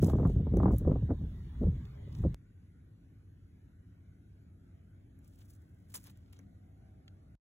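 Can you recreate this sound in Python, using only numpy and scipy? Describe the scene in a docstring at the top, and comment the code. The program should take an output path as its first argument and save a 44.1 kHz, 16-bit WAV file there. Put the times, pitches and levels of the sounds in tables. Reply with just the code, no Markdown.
"""Gusts thump on a small stereo microphone while wings rustle and dry leaves snap close by:
a dragonfly grips a butterfly on leaf litter. Turbulent eddies make the rumble and the slaps;
stick-slip friction of wing on leaf makes the rustle. At 2.3 s the scene jumps, with a tick, to a
calm spell with the low hum of distant traffic, where the wings scrape again, the litter knocks
under the harder blows and a twig clicks."""
import sys
import numpy as np
from scipy import signal
from scipy.fft import rfft, irfft
from scipy.io import wavfile
from scipy.ndimage import uniform_filter1d

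SR = 44100
rng = np.random.default_rng(int(sys.argv[2]) if len(sys.argv) > 2 else 0)


def wav_out(sig):
    """Save sig, one row per channel (or a flat mono array), as 16-bit PCM at SR to the path in sys.argv[1]."""
    wavfile.write(sys.argv[1], SR, np.round(np.clip(np.atleast_2d(sig).T, -1, 1) * 32767).astype(np.int16))


N = 330750
T = np.arange(N) / SR
HZ = np.fft.rfftfreq(N, 1 / SR)
CALM_START_S, CALM_END_S = 2.345, 7.353
EDDY_LEAD_S = 0.02  # an eddy stirs the air this long before it lands

# Spectra of the steady breeze and of calm air: f/Hz, relative level/dB
BREEZE_SPECTRUM = [(100, -6), (400, 11), (700, 7), (1200, 3), (1900, 3), (2600, -4), (3600, -2.5),
                   (5000, -11.5), (8000, -15), (12000, -17.5), (15500, -17.5)]
AIR_SPECTRUM = [(500, -0.5), (1000, -4.5), (1500, 1.5), (2100, -2.5), (2800, -8), (5000, -13.5),
                (8000, -15), (11500, -14.5), (13200, -15), (14500, -27.5), (15500, -27)]
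# Spectra of massed engines and of one far engine: f/Hz, relative level/dB
ENGINES_SPECTRUM = [(12, -75), (20, -24), (41, -6.5), (80, -2.5), (97, 3), (122, -8.5), (189, -9.5),
                    (227, -17), (265, -13.5), (468, -31), (500, -33.5), (643, -41.5), (1100, -61),
                    (1430, -86), (2420, -120)]
DRONE_SPECTRUM = [(100, -23), (170, -0.5), (280, -2), (400, -13.5), (600, -24), (900, -48.5)]
# Spectra of tyre roar, tyre hiss and the roar from one side: f/Hz, relative level/dB
ROAR_SPECTRUM = [(250, -5.5), (450, -2), (650, 6.5), (850, -5.5), (1200, -52)]
TYRE_HISS_SPECTRUM = [(800, -22), (1200, -17.5), (1450, 4.5), (1800, -17), (2200, -4), (2700, -32),
                      (4000, -60)]
SIDE_ROAR_SPECTRUM = [(500, -19), (800, 8.5), (1050, -3.5), (1450, -8), (1900, -26.5)]
# Faint distant hums: start t/s, end t/s, f/Hz, level/dB
DISTANT_HUMS = [(1.7, 2.34, 410, -68), (4.5, 5.25, 660, -87), (6.15, 6.55, 277, -70), (5.6, 7.35, 200, -70),
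                (6.55, 7.35, 770, -83), (6.3, 7.2, 712, -87), (6.5, 7.3, 647, -87), (6.9, 7.35, 532, -83)]
# Strength of the wind at the microphone: t/s, level/dB
WIND_STRENGTH = [(0.0, -35.5), (0.03, -28.5), (0.1, -37), (0.27, -29), (0.29, -37.5), (0.5, -38),
                 (0.55, -28), (0.74, -29), (0.77, -41.5), (0.86, -35.5), (0.87, -26), (1.07, -46.5),
                 (1.12, -35), (1.18, -53.5), (1.24, -38.5), (1.29, -51.5), (1.54, -58.5), (1.64, -29.5),
                 (1.91, -65.5), (2.22, -52), (2.25, -25.5), (2.34, -55.5)]
# Broad swirls that swell the rumble: t/s, gain/dB
SWIRL_GAINS = [(0.146, 6), (0.286, 5), (0.37, 7), (0.75, 3.5), (1.041, 8), (1.683, 6.5), (2.204, 11)]
# The hardest eddies, heard as slaps: t/s, sharp edge level/dB, dull thump relative level/dB
EDDY_SLAPS = [(0.028, -34, -17.5), (0.062, -44, -26.5), (0.082, -38, -24), (0.099, -37.5, -32),
              (0.133, -36, -22), (0.153, -41, -23.5), (0.185, -38.5, -27), (0.197, -42, -23),
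              (0.229, -43, -31), (0.252, -31, -21), (0.297, -53, -27.5), (0.36, -57.5, -35),
              (0.399, -59, -26), (0.468, -42, -30), (0.537, -46.5, -23), (0.57, -40.5, -19.5),
              (0.601, -30, -27.5), (0.632, -25.5, -25), (0.657, -24.5, -20.5), (0.682, -32, -24),
              (0.707, -37.5, -28.5), (0.734, -51, -24.5), (0.814, -62, -36), (0.85, -46.5, -34),
              (0.875, -39.5, -20.5), (0.895, -41.5, -23.5), (0.915, -35.5, -25.5), (0.958, -41, -28.5),
              (1.024, -64, -37), (1.091, -49, -33), (1.104, -37, -24.5), (1.115, -56, -28),
              (1.214, -67, -46.5), (1.616, -63, -29), (1.635, -52.5, -28), (1.668, -59, -32),
              (2.073, -75, -45.5), (2.238, -40.5, -30.5), (2.25, -49, -25)]
# Spectra of wind rumble, buffeting, and a slap's edge and thump: f/Hz, relative level/dB
RUMBLE_SPECTRUM = [(12, -49), (20, -7.5), (48, -1.5), (70, 0.5), (130, -5), (200, -15.5), (262, -20.5),
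                   (362, -30.5), (398, -35), (500, -46.5), (650, -69), (1100, -120)]
BUFFET_SPECTRUM = [(60, -42), (130, -0.5), (190, 4), (300, -2), (450, -9), (650, -25), (1000, -33),
                   (1600, -62.5), (3000, -80.5)]
EDGE_SPECTRUM = [(150, -33.5), (450, -7), (700, 6), (900, -1.5), (1200, -5), (1700, -21.5), (2400, -37.5),
                 (4000, -61.5)]
THUMP_SPECTRUM = [(30, -30), (80, -1.5), (180, 6), (350, -1), (520, -4.5), (750, -20.5), (1200, -47.5),
                  (2500, -69.5)]
# Spectrum of the tick where the scene changes: f/Hz, relative level/dB
TICK_SPECTRUM = [(200, -7), (1000, -8), (3000, -4), (8000, -10), (16000, -19)]
# Modes of a dry twig: f/Hz, level/dB, 60 dB decay time/s
TWIG_MODES = [(1420, -58, 0.022), (1970, -60, .015), (2660, -58, .015), (3180, -55.5, 0.017)]
# Knocks of the litter under a wing: t/s, level/dB, decay time constant/s
LITTER_KNOCKS = [(5.941, -50.5, 0.013), (6.07, -62.5, 0.018), (6.391, -59.5, 0.0079)]
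# Spectrum of a knock: f/Hz, relative level/dB
KNOCK_SPECTRUM = [(200, -17), (420, 11.5), (700, 0.5), (950, 3.5), (1400, 1.5), (2200, 2.5), (4000, -23)]
# Snaps of leaf and twig: t/s, relative level/dB, centre f/Hz, fall-off to each side/(dB per octave)
LEAF_SNAPS = [(0.0178, -50, 6000, 4), (0.025, -41.5, 6650, 10.5), (0.0447, -36, 7230, 9.5),
              (0.089, -49, 6790, 5), (0.2747, -53, 3360, -2.5), (0.2964, -52.5, 3090, 3.5),
              (0.5696, -41.5, 2980, -0.5), (0.6268, -57, 2940, 7), (0.7253, -50, 2800, 0),
              (0.783, -37, 15300, 14.5), (1.8537, -57, 3460, 11), (2.1257, -60, 3630, 10),
              (5.1896, -61, 10320, 18), (5.278, -56.5, 10100, 16), (5.409, -63, 6500, 10),
              (5.941, -38.5, 6500, 9), (5.9449, -33.5, 8570, 10), (5.949, -34, 11300, 10),
              (5.9539, -32.5, 6500, 14), (5.969, -42, 7600, 13.5), (6.041, -46.5, 12000, 3.5),
              (6.0694, -48, 4000, 2), (6.173, -53, 5000, 0), (6.328, -53, 10400, 8), (6.39, -54.5, 5390, 6),
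              (7.0793, -51, 2720, 14)]
# Wing strokes: start t/s, duration/s, fine slip level/dB, coarse slip level/dB
WING_STROKES = [(0.008, 0.09, -55, -61.5), (0.144, 0.21, -78.5, -75), (0.282, 0.038, -79.5, -75),
                (0.58, 0.066, -81, -73), (0.712, 0.081, -65, -76), (1.573, 0.17, -81, -87),
                (2.115, 0.12, -77, -75.5), (5.225, 0.079, -77, -83.5), (5.316, 0.14, -78.5, -83),
                (5.387, 0.035, -78, -82), (5.478, 0.074, -71, -88), (5.555, 0.33, -87, -101),
                (5.882, 0.16, -67.5, -75), (5.939, 0.03, -45, -55.5), (6.043, 0.059, -69, -65.5),
                (6.14, 0.28, -92, -84), (6.32, 0.046, -88, -74.5)]
# Spectra of fine and coarse slips: f/Hz, relative level/dB
FINE_SPECTRUM = [(2000, -34), (5000, -3.5), (6600, -3.5), (9000, 1.5), (11000, -4), (13000, -0.5),
                 (15500, -3)]
COARSE_SPECTRUM = [(400, -12), (900, -0.5), (2000, -6), (3200, -1.5), (5500, -8), (7500, -10),
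                   (12000, -25.5)]
# Lead of the left microphone port over the right: f/Hz, phase/rad
PORT_LEAD = [(0, 0), (950, -1.0), (2580, 2.4), (3620, 1.5), (6370, 5.9), (7490, 6.9), (7840, 8.2),
             (9560, 10.2), (10500, 12.3), (11600, 12.9), (12500, 15.4), (13700, 16.0), (14600, 18.6),
             (16200, 18.9)]
# Likeness of the sound at the two ports: f/Hz, coherence (0 to 1)
PORT_COHERENCE = [(60, 0.98), (130, 1), (290, 0.84), (600, 0.055), (1400, 0.12), (2400, 0.68), (3500, 0.22),
                  (4800, 0.99), (7000, .88), (15000, 1)]


def amp(db):
    """Amplitude ratio of a level in decibels."""
    return 10 ** (np.asarray(db) / 20)


def unit(x):
    """Normalisation to an rms of one."""
    return x / np.sqrt(np.mean(x ** 2) + 1e-20)


def read(points, hz):
    """Interpolation on a logarithmic frequency axis."""
    f, value = np.transpose(points)
    return np.interp(np.log(hz + 1), np.log(f + 1), value)


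def add(mix, s, sound):
    """Superposition of a sound on the mix, from time s."""
    part = mix[..., max(round(s * SR), 0):][..., :sound.shape[-1]]
    part += sound[..., :part.shape[-1]]


def arch(start, end):
    """An envelope that swells and fades between two times."""
    return np.sqrt(abs(np.sin(np.pi * np.clip((T - start) / (end - start), 0, 1))))


def colour(x, spectrum):
    """Minimum-phase filtering: a causal response with the given spectrum."""
    log_gain = read(spectrum, abs(np.fft.fftfreq(4096, 1 / SR))) * np.log(10) / 20
    response = np.exp(np.conj(signal.hilbert(log_gain)))
    taps = np.fft.ifft(response).real[:2048]
    taps = taps.reshape((1,) * (x.ndim - 1) + (-1,))
    return signal.fftconvolve(x, taps, axes=-1)[..., :x.shape[-1]]


def hiss(spectrum):
    """Two incoherent Gaussian noises of one spectrum."""
    white = rfft(rng.standard_normal((2, N)))
    return unit(irfft(white * amp(read(spectrum, HZ)), N))


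def wander(rate_hz):
    """Slow random fluctuation: low-pass noise of unit rms."""
    return unit(irfft(rfft(rng.standard_normal(N)) / (1 + (HZ / rate_hz) ** 4), N))


def grains(per_s, spread_db):
    """Shot noise: two Poisson trains of clicks, mostly small, a few large."""
    draw = rng.random((2, N)) * SR / per_s
    hit, clicks = draw < 1, np.zeros((2, N))
    sign = np.sign(rng.random((2, N)) - .5)
    clicks[hit] = sign[hit] * amp(spread_db * np.minimum(-np.log(draw[hit] + 1e-9), 4))
    return clicks


def steadied(x, seconds, share):
    """Envelope compression takes a share of the chance swells out of a noise."""
    power = uniform_filter1d(x ** 2, int(seconds * SR)) + 1e-9
    return unit(x / power ** (share / 2))


def ports(pair, mono_hz=450):
    """Partial coherence at two close ports: alike in the bass, turning in phase in the treble."""
    left, unrelated = rfft(pair)
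    coherence = np.clip(read(PORT_COHERENCE, HZ), 0, 1)
    phase = np.interp(HZ, *np.transpose(PORT_LEAD)) * (1 - 1 / (1 + (HZ / mono_hz) ** 4))
    right = (coherence * left + np.sqrt(1 - coherence ** 2) * unrelated) * np.exp(-1j * phase)
    return irfft(np.array([left, right]), N)


def patchy_hiss(spectrum, depth_db, patch_s=0.09, patch_hz=220):
    """Random amplitude modulation: a hiss whose narrow bands flicker in short patches."""
    hz, frames = np.fft.rfftfreq(1024, 1 / SR), N // 512 + 3
    real, imag = rng.standard_normal((2, 2, len(hz), frames))
    flicker = rng.standard_normal((len(hz), frames))
    for axis, span in enumerate([patch_hz * 1024 / SR, patch_s * SR / 512]):
        flicker = uniform_filter1d(flicker, round(span), axis)
    db = read(spectrum, hz)[:, None] + depth_db * np.minimum(unit(flicker), 1)  # deep dips, low crests
    _, noise = signal.istft((real + 1j * imag) * amp(db), nperseg=1024, noverlap=512, window="cosine")
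    return unit(noise[:, :N])


def hums(waver=0.005, flutter_db=3):
    """Slow frequency and amplitude modulation makes thin, distant tones waver."""
    out = np.zeros((2, N))
    drift, flutter = wander(6.5), amp(flutter_db * wander(6.1))
    for start, end, hz, db in DISTANT_HUMS:
        cycles = np.cumsum(hz * (1 + waver * drift)) / SR + rng.random((2, 1))
        out += amp(db) * arch(start, end) * flutter * np.sqrt(2) * np.sin(2 * np.pi * cycles)
    return out


def approach(start_db=-91, growth_db_per_s=2.5, swell_db=-0.1):
    """Level rises as distance falls: the gain of tyre roar from a nearing vehicle."""
    return amp(start_db + growth_db_per_s * (T - CALM_START_S) + swell_db * wander(2.3))


def traffic(engines_db=-56, drone_db=-71, hiss_db=-88.5, hiss_swell_db=1.5):
    """Incoherent sources add in power: far engines, their tyres and one vehicle drawing near."""
    engines = amp(engines_db) * steadied(hiss(ENGINES_SPECTRUM), seconds=0.21, share=0.55)
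    drone = amp(drone_db) * arch(start=4.0, end=7.3) * hiss(DRONE_SPECTRUM)
    tyre_hiss = amp(hiss_db + hiss_swell_db * wander(9)) * patchy_hiss(TYRE_HISS_SPECTRUM, depth_db=9.5)
    return engines + drone + approach() * hiss(ROAR_SPECTRUM) + tyre_hiss


def sideways_roar(gain_db=-3):
    """Phase difference: tyre roar from one side reaches the two ports in antiphase."""
    return amp(gain_db) * approach() * hiss(SIDE_ROAR_SPECTRUM)[0] * np.array([[1], [-1]])


def eddy(spectrum, lag_cycles=0.5952, build_s=0.0029, wake_s=0.011, churn=1.35):
    """A pressure pulse with a turbulent wake; group delay puts its lows after its highs."""
    t = T[:4096] - T[round(EDDY_LEAD_S * SR)]
    wake = rng.standard_normal(len(t)) * np.exp(-abs(t) / np.where(t < 0, build_s, wake_s))
    push = churn * wake / np.linalg.norm(wake) + (t == 0)
    hz = np.fft.rfftfreq(len(t), 1 / SR)
    dispersion = np.exp(-2j * np.pi * lag_cycles * np.log(hz + 60))
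    jolt = irfft(rfft(colour(push, spectrum)) * dispersion)
    return rng.choice([-1, 1]) * jolt / abs(jolt).max()


def wind(rumble_db=-27, buffet_db=-33.5, thump_gain_db=2, side_db=-12, edge_side_db=-7.5, split_hz=480):
    """Turbulent pressure at the microphone: slow swings, a hail of small eddies and hard slaps."""
    gust = amp(np.interp(T, *np.transpose(WIND_STRENGTH)) + 30.5)  # one at a full gust
    swirl_db = sum(db * np.exp(-((T - s) / 0.02) ** 2) for s, db in SWIRL_GAINS)
    swings = steadied(hiss(RUMBLE_SPECTRUM)[0], seconds=0.021, share=0.8)
    hail = steadied(colour(grains(per_s=350, spread_db=4), BUFFET_SPECTRUM), seconds=0.1, share=0.56)
    # rumble grows slowly with the wind; buffeting grows steeply, then saturates
    rumble = amp(rumble_db + swirl_db) * gust ** 0.59 * swings
    mid, side = amp(buffet_db) * np.tanh(gust ** 1.78) * hail * amp([[0], [side_db]])
    for s, edge_db, thump_db in EDDY_SLAPS:
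        edge = amp(edge_db) * eddy(EDGE_SPECTRUM)
        thump = amp(thump_db + thump_gain_db) * eddy(THUMP_SPECTRUM)
        add(mid, s - EDDY_LEAD_S, edge + thump)
        add(side, s - EDDY_LEAD_S, amp(edge_db + edge_side_db) * eddy(EDGE_SPECTRUM))
    # above the split, the small eddies and the edges of the slaps differ between the two ports
    side = signal.sosfilt(signal.butter(8, split_hz, "high", fs=SR, output="sos"), side)
    return rumble + mid + np.array([side, -side])


def tick(peak_db=-41):
    """A broadband impulse, heard as a small dry tick where the scene changes."""
    out = np.zeros(N)
    pulse = colour(signal.unit_impulse(4096), TICK_SPECTRUM)
    add(out, CALM_START_S, amp(peak_db) * pulse / abs(pulse).max())
    return out


def twig(click_s=7.08):
    """Free vibration: a dry twig clicks once and rings in quickly damped modes."""
    out, t = np.zeros((2, N)), T[:4096]
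    for hz, db, t60 in TWIG_MODES:
        add(out, click_s, amp(db - 60 * t / t60) * np.sin(2 * np.pi * (hz * t + rng.random((2, 1)))))
    return out


def knocks():
    """Damped impact response: the springy bed of leaves answers hard blows with a papery knock."""
    out, t = np.zeros((2, N)), T[:8192]
    for s, db, decay_s in LITTER_KNOCKS:
        noise = unit(colour(rng.standard_normal((2, len(t))), KNOCK_SPECTRUM))
        add(out, s, amp(db) * np.exp(-t / decay_s) * noise)
    return out


def snaps(gain_db=-4, ripple_db=5, decay_s=0.0023, tail_db=-27, tail_s=0.018):
    """Resonance and scattering: a burst excites a leaf's uneven modes; the litter adds a faint tail."""
    out, t = np.zeros((2, N)), T[:4096]
    bands = np.geomspace(200, 16000, 60)
    envelope = np.exp(-t / decay_s) + amp(tail_db) * np.exp(-t / tail_s)
    for s, db, hz, falloff in LEAF_SNAPS:
        leaf_db = ripple_db * rng.standard_normal(len(bands)) - falloff * abs(np.log2(bands / hz))
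        burst = unit(colour(rng.standard_normal((2, len(t))), np.c_[bands, leaf_db]))
        add(out, s, amp(db + gain_db) * envelope * burst)
    return out


def slips(spectrum, clump_db=3.5):
    """Stick-slip friction: a wing drags over litter in clumps of tiny slips."""
    clicks = grains(per_s=8100, spread_db=6) * amp(clump_db * wander(70))
    return unit(colour(clicks, spectrum))


def wings(rise_share=0.12, release_share=0.21):
    """Friction noise follows contact pressure as each wing stroke presses on, drags and lifts off."""
    pressure = np.zeros((2, N))
    for start, duration, *levels_db in WING_STROKES:
        progress = T[:SR] / duration
        press = np.minimum(progress / rise_share, 1)
        lift = np.exp(-np.maximum(progress - 1, 0) / release_share)
        add(pressure, start, amp(levels_db)[:, None] * press * lift)
    fine, coarse = pressure
    return fine * slips(FINE_SPECTRUM) + coarse * slips(COARSE_SPECTRUM)


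def scene(breeze_db=-67, air_db=-80, balance_db=0.2):
    """Superposition of the sources: a windy spell, then a calm one, with the insects in both."""
    windy, calm = T < CALM_START_S, T >= CALM_START_S
    breeze = amp(breeze_db) * patchy_hiss(BREEZE_SPECTRUM, depth_db=5)
    distance = amp(air_db) * patchy_hiss(AIR_SPECTRUM, depth_db=4.5) + traffic()
    litter = wings() + snaps() + knocks() + twig()
    airborne = ports(windy * breeze + calm * distance + hums() + litter) + calm * sideways_roar()
    airborne *= amp([[balance_db], [-balance_db]])
    return (airborne + windy * wind() + tick()) * (T < CALM_END_S)


def record(dry, low_cut_hz=42, high_cut_hz=15850):
    """Band limiting: a high-pass removes the deepest rumble, a steep low-pass the highest treble."""
    high_passed = signal.sosfilt(signal.butter(4, low_cut_hz, "high", fs=SR, output="sos"), dry)
    low_pass = signal.firwin(511, high_cut_hz, window=("kaiser", 9), fs=SR)
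    return signal.oaconvolve(high_passed, low_pass[None], "same")


dry = scene()
out = record(dry)
wav_out(out)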